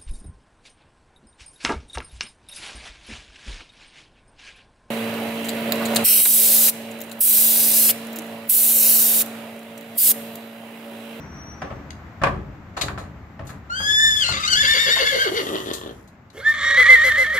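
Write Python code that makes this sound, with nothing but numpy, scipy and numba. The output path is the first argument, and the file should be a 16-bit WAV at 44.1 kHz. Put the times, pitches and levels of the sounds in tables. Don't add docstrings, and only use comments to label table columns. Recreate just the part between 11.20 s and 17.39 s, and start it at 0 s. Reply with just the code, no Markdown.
import sys
import numpy as np
from scipy import signal
from scipy.fft import rfft, irfft, next_fast_len
from scipy.io import wavfile
from scipy.ndimage import uniform_filter1d
from numba import njit

SR = 44100
rng = np.random.default_rng(int(sys.argv[2]) if len(sys.argv) > 2 else 0)


def waveform_to_disk(signal):
    frames = np.transpose(np.atleast_2d(signal))
    scaled = np.clip(frames, -1, 1) * 32767
    samples = np.round(scaled).astype(np.int16)
    wavfile.write(sys.argv[1], SR, samples)


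N = 273067
T = np.arange(N) / SR


def undb(db):
    return 10 ** (np.asarray(db) / 20)


def unit(x):
    return x / np.sqrt(np.mean(x ** 2) + 1e-18)


def steady(x):
    power = np.abs(uniform_filter1d(x ** 2, size=1800))
    return x / np.sqrt(power + 1e-12)


def curves(table):
    s, *columns = np.transpose(table)
    return [np.interp(T, s, column) for column in columns]


def during(table):
    is_open = (T > table[0][0]) & (T < table[-1][0] + .01)
    return uniform_filter1d(1. * is_open, size=300)


def at(points, hz):
    f, value = np.transpose(points)
    return np.interp(np.log(hz + 1), np.log(f), value)


def colour(x, points):
    length = x.shape[-1]
    size = next_fast_len(length)
    gain = undb(at(points, np.fft.rfftfreq(size, 1 / SR)))
    return irfft(rfft(x, size) * gain, size)[..., :length]


def walk(rate):
    size = max(int(SR / rate), 2)
    smooth = uniform_filter1d(rng.standard_normal(N), size)
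    return unit(uniform_filter1d(smooth, size))


def add(out, s, sound):
    start = int(s * SR)
    out[..., start:start + sound.shape[-1]] += sound[..., :N - start]


def stereo_noise(count, wide_hz):
    mid, side = rng.standard_normal((2, count))
    side = colour(side, [(wide_hz / 16, -22), (wide_hz, -2), (wide_hz * 2, -1)])
    return np.array([mid + side, mid - side])


# pitch in Hz, relative strength in dB.
RUMBLE_COLOUR = [(25, -22.5), (60, 0.5), (90, 2.5), (240, -0.5), (450, -14), (700, -11.5), (1270, -14),
                 (2000, -18.5), (3200, -32), (5000, -39), (7500, -41), (9000, -61.5), (14500, -42.5)]
# time in seconds, level in dB before a slight random sway.
RUMBLE_LEVEL = [(0, -38), (.9, -41), (1.5, -42.5), (2.4, -43.5), (3.2, -43.5), (3.8, -43.5), (4.5, -44),
                (5.1, -49.5), (5.6, -46.5), (6.19, -46)]
# time in seconds, level in dB before a random sway.
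DRONE_LEVEL = [(0, -43.5), (2.999, -45.5), (4.901, -66), (5.301, -50), (5.7, -39), (6.19, -44.5)]
DRONE_HZ = 76


def yard():
    rumble = unit(colour(stereo_noise(N, wide_hz=1585), RUMBLE_COLOUR))
    rumble = rumble * undb(curves(RUMBLE_LEVEL)[0] + 0.55 * walk(25))
    drone_hz = DRONE_HZ * (1 + 0.056 * walk(25))
    drone = np.sin(2 * np.pi * np.cumsum(drone_hz) / SR)
    drone = drone * undb(curves(DRONE_LEVEL)[0] + 1.4 * walk(11))
    return (rumble + drone) * undb(np.array([[.9], [-.9]]))


# time in seconds, level in dB before a random sway.
SQUEAL_LEVEL = [(0, -54), (.3, -44), (.65, -74)]
SQUEAL_HZ = 5810


def squeal():
    hz = SQUEAL_HZ * (1 + 0.0036 * walk(220))
    tone = np.sin(2 * np.pi * np.cumsum(hz) / SR)
    return tone * undb(curves(SQUEAL_LEVEL)[0] + 2 * walk(27)) * during(SQUEAL_LEVEL)


# start in seconds, relative level in dB, brightness in dB an octave (tilting about 1000 Hz).
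HOOF_BLOWS = [(.418, -31.5, -1), (.501, -38.5, -3.5), (1.016, -27, -5), (1.036, -17.5, 2),
              (1.048, -34, -15), (1.567, -32, 0), (1.614, -30.5, -3.5), (1.683, -33.5, 4.5),
              (1.776, -35, -1), (2.193, -35, -4.5), (2.291, -41.5, 4), (2.601, -36.5, -3),
              (2.842, -44.5, -5.5), (3.089, -33.5, -3.5), (3.323, -41, -7.5), (3.764, -32.5, 6)]
# pitch in Hz, relative strength in dB.
BODY_COLOUR = [(40, -30), (70, 4), (130, 6.5), (280, 1), (600, 5.5), (1100, 5), (1800, -4), (2700, -31),
               (4500, -14.5), (7500, -70.5), (10000, -56.5), (15000, -43.5)]
# pitch in Hz, seconds to fade by 60 dB.
BODY_FADE = [(60, 1), (200, 0.75), (600, 0.29), (1500, 0.17), (4000, 0.02), (12000, 0.25)]
# pitch in Hz, relative strength in dB, seconds to fade by 60 dB.
PANEL_TONES = [(593.6, -8.5, 0.1), (662.3, -5.5, 0.17), (890, -5.5, 0.087), (1080, -17.5, 0.088),
               (1304, -3, 0.17), (1840, -9.5, 0.059)]


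def hooves(panel_db, boom_db, crack_db, clatter_db):
    out, t = np.zeros((2, N)), T[:SR]
    centres = 45 * 2 ** (np.arange(17) / 2)
    filters, fades = [], []
    for f in centres:
        edges = [f / 2 ** (1 / 4), f * 2 ** (1 / 4)]
        filters.append(signal.butter(2, edges, "band", fs=SR, output="sos"))
        t60 = at(BODY_FADE, f)
        fades.append(undb(-60 * t / t60) + undb(boom_db - 30 * t / t60))
    for s, db, bright_db in HOOF_BLOWS:
        noise = stereo_noise(len(t), wide_hz=1400)
        rattle = 0
        for f, band, fade in zip(centres, filters, fades):
            strength = undb(at(BODY_COLOUR, f) + bright_db * np.log2(f / 1000))
            rattle = rattle + strength * signal.sosfilt(band, noise) * fade
        ring = 0
        for f, g, t60 in PANEL_TONES:
            ring = ring + undb(g - 60 * t / t60) * np.sin(2 * np.pi * f * t) * rng.normal()
        clatter = undb(clatter_db * walk(240)[:SR])
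        crack = 1 + undb(crack_db - 60 * t / 0.0546)
        contact = 1 - np.exp(-t / 0.00028)
        rattle = rattle / rattle[:, t < .02].std()
        ring = ring / ring[t < .02].std()
        add(out, s, undb(db) * contact * clatter * crack * (rattle + undb(panel_db) * ring))
    return out * undb(np.array([[1.0], [-1.0]]))


# start in seconds, level in dB before fading, seconds to fade by 60 dB, brightness in dB an octave.
CLANK_HITS = [(.705, -15.5, 0.013, -8), (1.568, -31, 0.16, -4), (1.611, -11, 0.066, -4.5),
              (1.779, -40.5, 0.2, -1), (2.248, -51, .15, 12), (2.268, -37.5, 0.12, 2.5),
              (2.293, -38.5, 0.091, 3.5), (4.532, -21.5, .11, 3), (4.874, -47, 0.076, 3),
              (5.101, -36.5, 0.024, -3)]
# pitch in Hz, relative strength in dB before brightening.
STEEL_COLOUR = [(710, -37), (1200, -15), (1750, -11), (1940, -0.5), (3070, -2), (3900, 11), (5850, -3),
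                (6300, 6.5), (7290, 5), (8170, -1.5), (14500, -7.5)]


def clanks():
    out, t = np.zeros(N), T[:SR // 2]
    for s, db, t60, bright_db in CLANK_HITS:
        tilted = [(f, g + bright_db * np.log2(f / 1000)) for f, g in STEEL_COLOUR]
        ring = unit(colour(rng.standard_normal(len(t)), tilted))
        add(out, s, ring * undb(db - 60 * t / t60) * (1 - np.exp(-t / .003)))
    return out


@njit
def band_pass(x, hz, width):
    y, band, low = np.empty(len(x)), 0., 0.
    for i in range(len(x)):
        g, k = np.tan(np.pi * hz[i] / SR), width / hz[i]
        v = (band + g * (x[i] - low)) / (1 + g * (g + k))
        band, low, y[i] = 2 * v - band, low + 2 * g * v, k * v
    return y


def resonate(x, hz, width):
    return band_pass(band_pass(x, hz, float(width)), hz, float(width))


# pitch in Hz before trembling, width of each pass in Hz, relative strength in dB.
TRACT_INSIDE = [(1010, 140, -15), (1529, 700, -7), (2100, 190, 4.5), (2760, 368, -4), (3538, 2400, -6.5),
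                (4680, 204, 3), (5930, 1450, -20)]
TRACT_OUTSIDE = [(1205, 264, -5.5), (1718, 300, 0), (2203, 237, 2), (3320, 510, -4.5), (4230, 740, -14.5),
                 (6520, 3400, -19)]
TRACT_NICKER = [(1090, 450, -1), (1898, 200, -0.5), (3175, 950, -1.5), (4700, 1455, -15)]


def throat(source, tract, wander):
    total = 0
    for k, (f, width, db) in enumerate(tract):
        hz = f * (1 + np.clip(wander * walk(3.5), -.2, .2))
        total = total + (-1) ** k * undb(db) * resonate(source, hz, width)
    return steady(total)


# middle in seconds, length in seconds,
# whistle bend in Hz, whistle change in dB, nasal tone in dB before an overall gain.
SHAKES_FIRST = [(3.052, 0.049, -100, -3, -60), (3.15, 0.059, -220, -4, -48), (3.247, 0.054, -200, 0, -59),
                (3.342, 0.036, -165, 1, -48.5), (3.45, 0.044, -155, -6.5, -36.5),
                (3.563, 0.052, -140, -10.5, -30), (3.685, 0.052, -160, -5, -27),
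                (3.822, 0.058, -220, -16, -22.5), (3.953, 0.074, -190, -19, -23),
                (4.068, .035, -88, 1, -28), (4.18, 0.069, 0, 0, -40.5), (4.34, 0.089, 0, 0, -33.5),
                (4.5, 0.083, 0, 0, -35), (4.68, .11, -15.5, 0, -39.5)]
SHAKES_SECOND = [(5.602, 0.06, 117.6, 4, -35.5), (5.722, 0.07, 143.9, 6.5, -33.5),
                 (5.87, 0.064, 164.5, -0.5, -35.5), (6.008, .072, 191.6, 5.5, -38),
                 (6.16, 0.044, 140, -7.5, -38.5)]
FOLD_DROP, FOLD_SAG_PER_S = .14, 1.7
FOLD_LAG_S = .008
RECOVER_S = .04


def shaking(shakes, edge, slump_hz):
    push, bend_hz, change_db, nasal, drop = np.zeros((5, N))
    for k, (s, length, hz, db, nose_db) in enumerate(shakes):
        shape = np.exp(-np.minimum(np.abs(2 * (T - s) / length), 10) ** edge)
        recovery = np.exp(-np.maximum(T - s - length / 2, 0) / RECOVER_S)
        after = (T > s) * (1 - shape) * recovery
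        push += shape
        bend_hz += hz * shape - (k + 1) * slump_hz * after
        change_db += db * shape
        nasal += undb(nose_db) * shape ** 2
        held = uniform_filter1d(1. * (np.abs(T - s - FOLD_LAG_S) < .65 * length), size=500)
        drop += held * (FOLD_DROP + FOLD_SAG_PER_S * (T - s))
    return push, bend_hz, change_db, nasal, drop


# time in seconds, pitch in Hz,
# relative level of the lowest tone in dB, relative level of the harmonics in dB.
CRY_FIRST = [(2.495, 1365, -18.5, -44.5), (2.575, 1588, -25.5, -31.5), (2.7, 1714, -15, -22),
             (2.86, 1775, -12.5, -15.5), (2.92, 1741, -17, -21), (3.0, 1707, -27, -22),
             (3.045, 1491, -23, -19), (3.2, 1325, -25.5, -32), (3.3, 1534, -24, -20),
             (3.41, 1752, -15, -20.5), (3.52, 1804, -13.5, -17), (3.755, 1847, -17.5, -24),
             (3.886, 1722, -14.5, -26.5), (4.02, 1595, -13, -28.5), (4.1, 1501, -44, -65)]
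CRY_SECOND = [(5.2, 1234, -53, -75), (5.24, 1660, -37.5, -63), (5.265, 1781, -18.5, -44),
              (5.305, 1809, -19, -50), (5.35, 1827, -40, -59), (5.46, 1866, -23.5, -35.5),
              (5.68, 1928, -16.5, -56), (5.82, 1884, -18.5, -42), (6.07, 1864, -28, -62),
              (6.19, 1927, -19, -56)]
# pitch in Hz, relative strength in dB.
HARMONIC_COLOUR = [(2150, 15.5), (2450, -8), (2850, 4.5), (3500, 7.5), (4600, 6), (5300, -6.5),
                   (7000, -2.5), (8700, -17.5), (10500, -19.5), (14000, -29)]
ONSET_S = 0.011
DULLS_AFTER_S, DULLING_DB_PER_S = 0.93, 2.5


def whistle(cry, bend_hz, change_db, fold_phase, rough, jitter, coupling, shimmer, patchy_db):
    hz, first_db, harmonics_db = curves(cry)
    hz = (hz + bend_hz) * (1 + 0.0023 * walk(73.0) + jitter * rough * walk(527))
    phase = 2 * np.pi * np.cumsum(hz) / SR + coupling * rough * np.sin(fold_phase)
    elapsed = T - cry[0][0]
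    dull_db = DULLING_DB_PER_S * np.clip(elapsed - DULLS_AFTER_S, 0, 1)
    upper = 0
    for k in range(2, 9):
        level_db = at(HARMONIC_COLOUR, k * hz) - (k - 3.5) * dull_db + patchy_db * rough * walk(52)
        upper = upper + undb(level_db) * np.sin(k * phase)
    tone = np.sqrt(2) * (undb(first_db) * np.sin(phase) + undb(harmonics_db) * upper) * undb(change_db)
    onset = np.clip(elapsed / ONSET_S, 0, 1)
    unsteady = 1 + rough * (shimmer * walk(250) + coupling * np.cos(fold_phase))
    return tone * unsteady * onset * during(cry)


# time in seconds, pitch in Hz before shaking,
# roughness from 0 to 1, relative rasp level in dB, relative air hiss level in dB.
EFFORT_FIRST = [(2.49, 597, 0.13, -63, -91), (2.601, 604.3, 0.09, -41.5, -40),
                (2.98, 595, 0.17, -45.5, -38), (3.052, 631.3, 0.47, -40.5, -51),
                (3.301, 607, 0.43, -46, -46), (3.5, 590.6, 0.43, -33.5, -35),
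                (4.04, 589.5, 0.45, -35, -36.5), (4.11, 289.4, 0.71, -44.5, -41.5),
                (4.17, 566.8, .55, -39.5, -37), (4.25, 260.3, 0.82, -46, -39),
                (4.36, 134.3, .9, -44.5, -40), (4.55, 100.5, 0.86, -51.5, -44),
                (4.7, 70.47, 0.61, -62.5, -55), (4.85, 64.8, 0.26, -115, -65.5)]
EFFORT_SECOND = [(5.13, 200, .9, -67, -60), (5.19, 489, .7, -48, -51), (5.25, 612.6, 0.5, -47, -69),
                 (5.299, 575.7, 0.36, -37.5, -38), (5.36, 610, 0.49, -35.5, -75),
                 (5.509, 568.2, 0.53, -31, -58), (5.8, 601, 0.28, -32.5, -49.5),
                 (6.08, 624.7, 0.3, -39, -54.5), (6.19, 591, 0.49, -37.5, -54.5)]
# time in seconds, relative level in dB.
NASAL_FIRST = [(3.0, -51), (3.87, -85), (4.0, -45), (4.13, -30), (4.28, -35), (4.6, -45), (4.85, -58.5)]
NASAL_SECOND = [(5.13, -55), (5.19, -40), (5.25, -61.5), (5.53, -42.5), (5.8, -48), (6.19, -48)]
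# pitch in Hz, relative strength in dB.
AIR_COLOUR = [(3000, -6), (6000, 2.5), (7600, 2), (8800, -9), (10500, 1), (14500, -5)]
NOSE_HZ, NICKER_HZ = 468, 359
CLEARING = .6
CLOSURE_JITTER_S = .00009


def whinny(cry, effort, nasal, shakes, tract, whistle_db, nasal_db, rasp_db, air_db,
           shake_rasp_db, shake_air_db, jitter, coupling, shimmer, voiced):
    hz, rough, rasp_level, air_level = curves(effort)
    push, bend_hz, change_db, nose_level, drop = shakes
    hz = hz * np.clip(1 - drop, .5, 2)
    relaxed = np.clip((460 - hz) / 220, 0, 1)
    uneven = rough * (1 - CLEARING * push * (1 - relaxed))
    cycles = np.cumsum(hz * np.exp(0.27 * uneven ** 2 * walk(300))) / SR
    cycles = cycles + hz * CLOSURE_JITTER_S * (.5 + push) * walk(445.3)

    steps = np.floor(cycles) + np.minimum(cycles % 1 * SR / hz, 1)
    pulses = np.diff(steps, prepend=0) * undb(5.8 * uneven * walk(400))
    chopping = .6 - .25 * relaxed + np.exp(-(cycles % 1) / .5)
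    puffs = unit(rng.standard_normal(N) * chopping)

    nose_hz = NOSE_HZ + (NICKER_HZ - NOSE_HZ) * relaxed
    nose_call = steady(resonate(pulses, nose_hz, 260))
    nose_nicker = steady(resonate(pulses, nose_hz, 303))
    nose = (1 - relaxed) * nose_call + relaxed * nose_nicker

    voice_share = voiced * (1 - .5 * np.maximum(relaxed, np.minimum(push, 1)))
    source = voice_share * steady(pulses) + (.4 + 1.3 * rough) * puffs
    rasp_call = throat(source, tract, wander=.018)
    rasp_nicker = throat(source, TRACT_NICKER, wander=.06)
    rasp = np.sqrt(1 - relaxed) * rasp_call + np.sqrt(relaxed) * rasp_nicker
    air = unit(colour(puffs, AIR_COLOUR))
    flutter = undb((2.5 + 1.2 * relaxed) * walk(110))

    breathy = nose * (nose_level + undb(curves(nasal)[0])) * undb(nasal_db)
    breathy = breathy + flutter * rasp * undb(rasp_level + rasp_db + shake_rasp_db * push)
    breathy = breathy + air * undb(air_level + air_db + shake_air_db * push)
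    stirred = np.minimum(rough / .28, 1)
    high = whistle(cry, bend_hz, change_db, 2 * np.pi * cycles, rough, jitter,
                   coupling * stirred, shimmer, patchy_db=5)
    return stirred * breathy * during(effort) + undb(whistle_db) * high


def place(x, lag_ms, pan_db, shadow_db):
    right = colour(x, [(2500, 0.0051), (8000, -shadow_db)])
    right = np.interp(T - lag_ms / 1000, T, right)
    return np.array([x * undb(pan_db / 2), right * undb(-pan_db / 2)])


def echoes(x, t60, wet_db, treble_db):
    t = T[:SR]
    scatter = rng.standard_normal((2, len(t))) ** 3 * undb(-60 * t / t60) * (t > .004)
    scatter = scatter / np.sqrt(np.sum(scatter ** 2, axis=1, keepdims=True))
    response = colour(scatter, [(100, -18), (400, 9), (1500, 9.5), (3500, 4.0), (12000, treble_db)])
    return undb(wet_db) * signal.fftconvolve(x[None], response, axes=1)[:, :N]


def scene():
    first = whinny(CRY_FIRST, EFFORT_FIRST, NASAL_FIRST, shaking(SHAKES_FIRST, edge=2.715, slump_hz=0),
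                   TRACT_INSIDE, whistle_db=-6.5, nasal_db=2, rasp_db=8, air_db=1.5, shake_rasp_db=7.0,
                   shake_air_db=-0.5, jitter=0.014, coupling=0.11, shimmer=0.66, voiced=1.5)
    second = whinny(CRY_SECOND, EFFORT_SECOND, NASAL_SECOND, shaking(SHAKES_SECOND, edge=6.8, slump_hz=36.73),
                    TRACT_OUTSIDE, whistle_db=3.5, nasal_db=3, rasp_db=7.5, air_db=4.0, shake_rasp_db=3,
                    shake_air_db=17, jitter=0.01, coupling=0.019, shimmer=0.23, voiced=1.5)
    trailer = first + clanks() + squeal()
    blows = hooves(panel_db=-6.5, boom_db=-15, crack_db=-6, clatter_db=2.12)
    direct = place(trailer, lag_ms=0.38, pan_db=2.5, shadow_db=15)
    direct = direct + place(second, lag_ms=-0.044, pan_db=-2.5, shadow_db=12) + blows
    reflected = trailer + .6 * second + blows.mean(0)
    return direct + echoes(reflected, t60=0.24, wet_db=-12, treble_db=6.0) + yard()


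TOP_HZ = 14700


def record(dry):
    rounded = dry / (1 + np.abs(dry) ** 8) ** (1 / 8)
    low_pass = signal.ellip(10, .2, 80, TOP_HZ, fs=SR, output="sos")
    return signal.sosfilt(low_pass, rounded)


dry = scene()
out = record(dry)
waveform_to_disk(out)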